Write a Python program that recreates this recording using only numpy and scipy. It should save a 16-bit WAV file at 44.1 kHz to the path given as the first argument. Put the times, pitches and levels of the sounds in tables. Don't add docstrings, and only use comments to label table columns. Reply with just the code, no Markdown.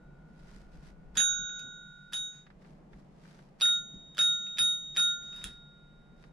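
import sys
import numpy as np
from scipy import signal
from scipy.fft import rfft, irfft
from scipy.io import wavfile
from scipy.ndimage import uniform_filter1d

SR = 44100
rng = np.random.default_rng(int(sys.argv[2]) if len(sys.argv) > 2 else 0)


def to_wav(sig):
    pcm = np.clip(np.atleast_2d(sig), -1, 1) * 32767
    pcm = np.round(pcm).astype(np.int16)
    wavfile.write(sys.argv[1], SR, pcm.T)


N = 279020

# freq_hz, rel_density_db
AIR_SPECTRUM = [(40, -28), (70, -13), (110, -20), (160, -1), (210, -2), (260, -10), (470, -13), (750, -15),
                (1060, -21.5), (2000, -25.5), (3500, -35), (7000, -41), (10000, -47.5), (15000, -59.5)]
# time_s, rel_level_db
AIR_LEVEL = [(0.0, -65.5), (1.13, -65.5), (1.39, -68), (1.71, -67.5), (1.94, -72.5), (2.41, -72.5),
             (2.66, -64), (3.03, -65), (4.74, -69.5), (5.44, -67), (5.74, -70), (6.33, -65.5)]
# time_s, rel_level_db
RUMBLE_LEVEL = [(0, -58), (.3, -57), (.75, -50.5), (1.4, -53.5), (1.6, -64), (2.3, -64.5), (2.7, -62),
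                (4.5, -68), (5.2, -62), (6.33, -60)]
# freq_hz, half_width_hz (of each resonator), level_db (rms)
HUM = [(150.7, 14, -62), (193.6, 8.4, -68.5)]
# freq_hz, likeness (0 to 1)
LIKENESS = [(30, .87), (150, .88), (300, 0.87), (700, 0.08), (2000, 0.18), (10000, 0.069)]
# freq_hz, level_db, t60_s
AFTERSOUND = [(1412, -68, 8.0), (1470, -68, 12), (3780, -84, 1.5)]
# freq_hz, rel_density_db
QUILT_SPECTRUM = [(500, -2.5), (1600, 4), (3000, -4), (5000, -3.5), (7000, -10.5), (10000, -14.5),
                  (12000, -22), (14000, -30), (18000, -51)]
# peak_s, rise_s, fall_s, rel_level_db
STROKES = [(.55, 0.17, 0.092, -63.5), (.755, 0.038, 0.029, -66), (.865, .05, 0.045, -62.5),
           (1.605, 0.11, 0.029, -66.5), (2.341, 0.021, .08, -67), (2.651, 0.042, .11, -70.5),
           (2.94, 0.025, 0.12, -72.5), (3.289, 0.1, .16, -64), (5.241, .03, 0.045, -66),
           (5.419, 0.082, 0.11, -57.5), (6.24, 0.057, 0.044, -70)]
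# start_s, rel_level_db
SNAGS = [(0.869, -67), (2.392, -79), (2.466, -55), (2.502, -56), (2.619, -63.5), (2.647, -59),
         (2.932, -57.5), (3.251, -58.5), (3.39, -58), (3.687, -45.5), (6.239, -54)]
# start_s, rel_level_db
THUDS = [(0.743, -54.5), (0.827, -52.5), (1.167, -43), (1.389, -51), (1.642, -51.5), (2.921, -47.5),
         (3.935, -47.5), (4.204, -53.5), (4.601, -47.5), (4.97, -51), (5.445, -45.5)]
# strike_s, touch_ahead_s, lever_ahead_s, fall_after_s, touch_rel_db, lever_rel_db, clatter_rel_db,
# clatter_bright_db, sag_db (scaled per mode), low_pair_damping_db_per_s, then level_db of each dome mode
STRIKES = [(1.172, .018, .004, .0295, -45.5, -36, -26.5, 0.5, 3.2, -0.5, -42.5, -38, -23, -25.5, -30, -50),
           (2.134, 0.0095, 0.00203, 0.035, -40, -35, -41, 8, 11.7, 29, -56.5, -50, -30, -45, -41, -66),
           (3.6167, 0.016, .0065, 0.038, -42, -30.5, -31.5, -5.5, 18.7, 35, -33.5, -58, -12.5, -33.5, -32.5, -53),
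           (4.189, .018, 0.0079, 0.023, -38.5, -28.5, -29, -11, 6.6, 24.5, -36.5, -81.5, -14.5, -32.5, -35, -56.5),
           (4.589, 0.016, .0045, 0.025, -44.5, -26.5, -32, -3, 9.7, 62, -37.5, -70.5, -17, -34, -29, -52.5),
           (4.97, 0.018, .0058, 0.027, -53.5, -31.5, -31.5, -8.5, 14.8, 3, -35, -63, -18, -32.5, -34.5, -55.5)]
# start_s, rel_level_db, bright_db
CLICKS = [(1.330, -47.5, -21.5), (1.494, -49.5, -22.5), (1.593, -46.5, 1), (3.944, -62, -4),
          (4.148, -57, 2), (4.468, -49.5, -25), (5.329, -47.5, -12), (5.362, -51.5, 3), (5.416, -50.5, -10),
          (5.441, -35.5, 8)]
# freq_hz, width_hz, rel_level_db
BASE = [(630, 33, -5), (1342, 220, 1), (1700, 300, 1), (2630, 230, 2), (3146, 410, 4.5), (3465, 530, 5.5),
        (4980, 280, -2.5), (5500, 220, -4.5), (6300, 360, -7), (7550, 600, -9.5), (9340, 540, -10),
        (10460, 470, -8), (11050, 560, -11), (13200, 2400, -22.5)]
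# freq_hz, level_db (against the knock), t60_s
CLAPPER_MODES = [(3110, -6.5, .02), (5035, -5, 0.011)]
# freq_hz, t60_s, bloom_s, sag_share,
# left_right_db before and after IMAGE_SHIFT_S, left_lead_rad before and after it
DOME_MODES = [(1418, 4.1, .22, .9, -6.5, -3, 0.98, -0.91), (1473.6, 2.9, 0.51, 0.47, -4, -5, 0.2, -0.22),
              (3733.4, 1.56, 0.18, 0.9, 0, -0.5, -5.8, 0.17), (6614, 0.9, 0.22, 0.38, -15, -3, 1.5, -2.03),
              (9950, 0.39, 0.15, 0.3, 1, -3, -1.5, -1.73), (14040, .5, .17, .8, -0.5, -2, 1.6, 1.8)]
# time_s, gain_db
SWELL = [(1.2, 0), (1.55, 1.5), (2.0, -0.5), (2.15, 0.5), (3.7, -5.5), (5.2, -1), (5.34, 5.5), (5.8, 1),
         (6.3, 4.5)]
# start_s, length_s
MUTE = (2.394, 0.13)

ROOM_T60_S, CUTOFF_HZ = 0.16, 15000
STROKE_EDGE_DB = 7.5
SCRAPE_REL_DB = -52
BOUNCE_S, SETTLE_S = .008, 0.011
STRIKE_DB, BOUNCE_DB, FALL_DB, SETTLE_DB = -3, -4, -2, -17.5
TOUCH_BRIGHT_DB, LEVER_BRIGHT_DB, FALL_BRIGHT_DB = -5, -6, -5
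IMAGE_SHIFT_S = 2.8
BLOOM_SHAPE = 6.7
FLUTTER_SHARE, FLUTTER_RATE_HZ = .19, 26
DIP_S, DIP_DB, SECOND_DIP_S, SECOND_DIP_DB, DIP_HALF_S = 0.2, 3, .35, 1, 0.062


def from_db(db):
    return 10 ** (np.asarray(db) / 20)


def rms_one(x):
    return x / np.sqrt(np.mean(x ** 2) + 1e-20)


def in_time(rows):
    time_s, *columns = np.transpose(rows)
    return [np.interp(np.arange(N) / SR, time_s, column) for column in columns]


def at_hz(points, hz):
    freq_hz, value = np.transpose(points)
    return np.interp(np.log(hz + 0.0009), np.log(freq_hz), value)


def cut(x, hz, kind, order=2):
    sos = signal.butter(order, hz, kind, fs=SR, output="sos")
    return signal.sosfilt(sos, x + 1e-18)


def resonate(x, hz, width_hz):
    r = np.exp(-np.pi * width_hz / SR)
    zeros = np.array([1, 0, -1]) * (1 - r * r) / 2
    poles = [1, -2 * r * np.cos(2 * np.pi * hz / SR), r * r]
    return signal.lfilter(zeros, poles, x + 1e-18)


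def drift(rate_hz):
    knots = rng.standard_normal(4000)
    return np.interp(np.arange(N) / SR * rate_hz, np.arange(len(knots)), knots)


def noise(spectrum=None):
    hz = np.arange(N // 2 + 1) * SR / N
    mid, side = rfft(rng.standard_normal((2, N)))
    alike = np.clip(at_hz(LIKENESS, hz), -1, 1)
    both = np.sqrt(1 + alike) * mid + np.sqrt(1 - alike) * side * [[1], [-1]]
    colour = from_db(at_hz(spectrum, hz)) if spectrum else 1
    return rms_one(irfft(both * colour, N))


def bursts(times_s, levels_db, t60_s):
    kicks = np.zeros(N)
    kicks[(np.asarray(times_s) * SR).astype(int)] = from_db(levels_db)
    return signal.lfilter([1], [1, -np.exp(-np.log(1000) / (t60_s * SR))], kicks + 1e-18)


def background(air_gain_db=7, hiss_db=-75, split_hz=1200, rumble_gain_db=-1, rumble_hz=52, lowest_hz=18):
    air = noise(AIR_SPECTRUM)
    low_air = rms_one(cut(air, split_hz, "low", order=3))
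    hiss = rms_one(cut(air, split_hz, "high", order=3))
    air = from_db(in_time(AIR_LEVEL)[0] + air_gain_db) * low_air + from_db(hiss_db) * hiss
    rumble = rms_one(cut(cut(noise(), rumble_hz, "low", order=6), lowest_hz, "high"))
    rumble = from_db(in_time(RUMBLE_LEVEL)[0] + rumble_gain_db) * rumble
    hum = 0
    for hz, half_width_hz, level_db in HUM:
        width_hz = 2 * half_width_hz
        hum = hum + from_db(level_db) * rms_one(resonate(resonate(noise(), hz, width_hz), hz, width_hz))
    return air + rumble + hum


def aftersound():
    t = np.arange(N) / SR
    ring = sum(from_db(level_db) * np.exp(-np.log(1000) * t / t60_s) * np.sin(2 * np.pi * hz * t)
               for hz, level_db, t60_s in AFTERSOUND)
    return (t < STRIKES[0][0]) * ring


def stroke(peak_s, rise_s, fall_s, level_db):
    age_s = np.arange(N) / SR - peak_s
    position = age_s / np.where(age_s < 0, rise_s, fall_s)
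    return from_db(level_db - np.minimum(STROKE_EDGE_DB * position ** 2, 200))


def quilt(gain_db=-1, grain_db=3.0, grain_rate_hz=420, snag_gain_db=4, snag_top_hz=2400, snag_t60_s=.06,
          scrape_fall_s=0.027):
    rubbing = sum(stroke(*row) for row in STROKES)
    for strike_s, touch_s, *_ in STRIKES:
        rubbing = rubbing + stroke(strike_s, touch_s, scrape_fall_s, SCRAPE_REL_DB)
    slide = rubbing * from_db(gain_db + grain_db * drift(grain_rate_hz)) * noise(QUILT_SPECTRUM)
    snag_s, snag_db = np.transpose(SNAGS)
    snags = bursts(snag_s, snag_db + snag_gain_db, snag_t60_s) * noise(QUILT_SPECTRUM)
    return slide + cut(snags, snag_top_hz, "low")


def cushion(puff_db=19, push_db=6, puff_t60_s=0.3, push_t60_s=0.015, thud_hz=150, width_hz=150):
    start_s, thud_db = np.transpose(THUDS)
    push = bursts(start_s, thud_db + push_db, push_t60_s)
    puff = bursts(start_s, thud_db + puff_db, puff_t60_s) * noise()
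    return resonate(resonate(push + puff, thud_hz, width_hz), thud_hz, width_hz)


def sway(gain_db=-6, t60_s=0.41, top_hz=55, lowest_hz=20):
    start_s, thud_db = np.transpose(THUDS)
    wobble = rms_one(cut(cut(noise(), top_hz, "low", order=4), lowest_hz, "high"))
    return cut(bursts(start_s, thud_db + gain_db, t60_s) * wobble, 2 * top_hz, "low")


def contacts():
    rows = list(CLICKS)
    for s, touch_s, lever_s, fall_s, touch_db, lever_db, clatter_db, bright_db, *_ in STRIKES:
        rows += [(s - touch_s, touch_db, TOUCH_BRIGHT_DB),
                 (s - lever_s, lever_db, LEVER_BRIGHT_DB),
                 (s, clatter_db + STRIKE_DB, bright_db),
                 (s + BOUNCE_S, clatter_db + BOUNCE_DB, bright_db),
                 (s + fall_s, clatter_db + FALL_DB, FALL_BRIGHT_DB),
                 (s + fall_s + SETTLE_S, clatter_db + SETTLE_DB, FALL_BRIGHT_DB)]
    return rows


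def plunger(gain_db=8.5, contact_t60_s=.009, rattle_db=-14, rattle_t60_s=0.05, grit_db=5, colour_db=4.5,
            crack_db=-12, crack_t60_s=0.0041, crack_top_hz=9000, pan_db=-2.5):
    start_s, knock_db, bright_db = np.transpose(contacts())
    chatter = rng.standard_normal(N) * from_db(grit_db * drift(2500))
    chatter /= np.sqrt(uniform_filter1d(chatter ** 2, size=64) + 1e-9)
    crack = chatter * bursts(start_s, knock_db + bright_db + crack_db, crack_t60_s)
    out = cut(cut(crack, 1100, "high"), crack_top_hz, "low")
    for k, (hz, width_hz, mode_db) in enumerate(BASE):
        treble_share = at_hz([(2500, 0), (7000, 1)], hz)
        spot_db = colour_db * rng.uniform(-1, 1, len(start_s))
        force_db = knock_db + mode_db + bright_db * treble_share + spot_db
        force = bursts(start_s, force_db, contact_t60_s)
        force += bursts(start_s, force_db + rattle_db, rattle_t60_s)
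        out += (-1) ** k * resonate(chatter * force, hz, width_hz)
    return from_db(gain_db + pan_db * np.array([[.5], [-.5]])) * out


def clapper():
    pings = []
    for strike_s, _, lever_s, fall_s, _, lever_db, clatter_db, *_ in STRIKES:
        pings += [(strike_s - lever_s, lever_db), (strike_s + fall_s, clatter_db + FALL_DB)]
    start_s, ping_db = np.transpose(pings)
    t = np.arange(N) / SR
    return sum(bursts(start_s, ping_db + mode_db, t60_s) * np.sin(2 * np.pi * hz * t)
               for hz, mode_db, t60_s in CLAPPER_MODES)


def dome(rise_s=0.016, first_share=0.55):
    t, out = np.arange(N) / SR, np.zeros((2, N))
    starts = [int(row[0] * SR) for row in STRIKES] + [N]
    waver_db = in_time(SWELL)[0]
    for row in STRIKES:
        waver_db = waver_db - DIP_DB * np.exp(-((t - row[0] - DIP_S) / DIP_HALF_S) ** 2)
        waver_db = waver_db - SECOND_DIP_DB * np.exp(-((t - row[0] - SECOND_DIP_S) / DIP_HALF_S) ** 2)
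    mute_s, mute_length_s = MUTE
    stilled = np.clip((mute_s + mute_length_s - t) / mute_length_s, 0, 1) ** 2
    sides = np.array([[.5], [-.5]])
    early = t < IMAGE_SHIFT_S
    for k, (hz, t60_s, bloom_s, sag_share, pan_1_db, pan_2_db, lead_1_rad, lead_2_rad) in enumerate(DOME_MODES):
        height = np.zeros(N)
        for row, a, b in zip(STRIKES, starts, starts[1:]):
            sag_db, damping_db_per_s, *modes_db = row[8:]
            age_s = t[a:b] - t[a]
            bloom = np.exp(-(age_s / bloom_s) ** BLOOM_SHAPE)
            rise = 1 - (1 - first_share) * np.exp(-age_s / rise_s)
            shape = (bloom + (1 - bloom) * from_db(-sag_db * sag_share)) * rise
            fade = np.exp(-np.log(1000) * age_s / t60_s)
            if k < 2:
                fade = fade * from_db(-damping_db_per_s * age_s)
            paw = stilled[a:b] if row[0] < mute_s else 1
            height[a:b] = from_db(modes_db[k]) * shape * fade * paw
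        phase = 2 * np.pi * hz * t + sides * np.where(early, lead_1_rad, lead_2_rad)
        tone = np.sin(phase)
        if k == 2:
            tone = tone * from_db(waver_db)
        if k > 2:
            flutter = [drift(FLUTTER_RATE_HZ) * np.sin(p) + drift(FLUTTER_RATE_HZ) * np.cos(p) for p in phase]
            tone = tone + FLUTTER_SHARE * np.array(flutter)
        out += height * from_db(np.where(early, pan_1_db, pan_2_db) * sides) * tone
    return out


def foot(gain_db=-24, t60_s=0.25, hz=580, width_hz=450):
    strike_s, _, _, _, _, _, clatter_db, *_ = np.transpose(STRIKES)
    hollow = rms_one(resonate(resonate(noise(), hz, width_hz), hz, width_hz))
    return bursts(strike_s, clatter_db + gain_db, t60_s) * hollow


def room(x, wall_hz=9000, gap_s=0.0034):
    t = np.arange(SR // 2) / SR
    tail = rng.standard_normal((2, len(t))) * np.exp(-np.log(1000) * t / ROOM_T60_S) * (t > gap_s)
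    tail = cut(tail, wall_hz, "low", order=1)
    return signal.fftconvolve(x, tail / np.sqrt(np.sum(tail ** 2) / 2), axes=1)[:, :N]


def scene(ring_room_db=-16, knock_room_db=-3):
    ring, knocks = dome(), plunger() + clapper()
    upper_ring = cut(ring, 6000, "high", order=6)
    reflections = room(from_db(ring_room_db) * upper_ring + from_db(knock_room_db) * knocks)
    bell = ring + aftersound() + knocks + reflections + foot()
    return bell + cushion() + sway() + quilt() + background()


def record(dry):
    sos = signal.ellip(10, .1, 80, CUTOFF_HZ, fs=SR, output="sos")
    return signal.sosfilt(sos, dry)


dry = scene()
out = record(dry)
to_wav(out)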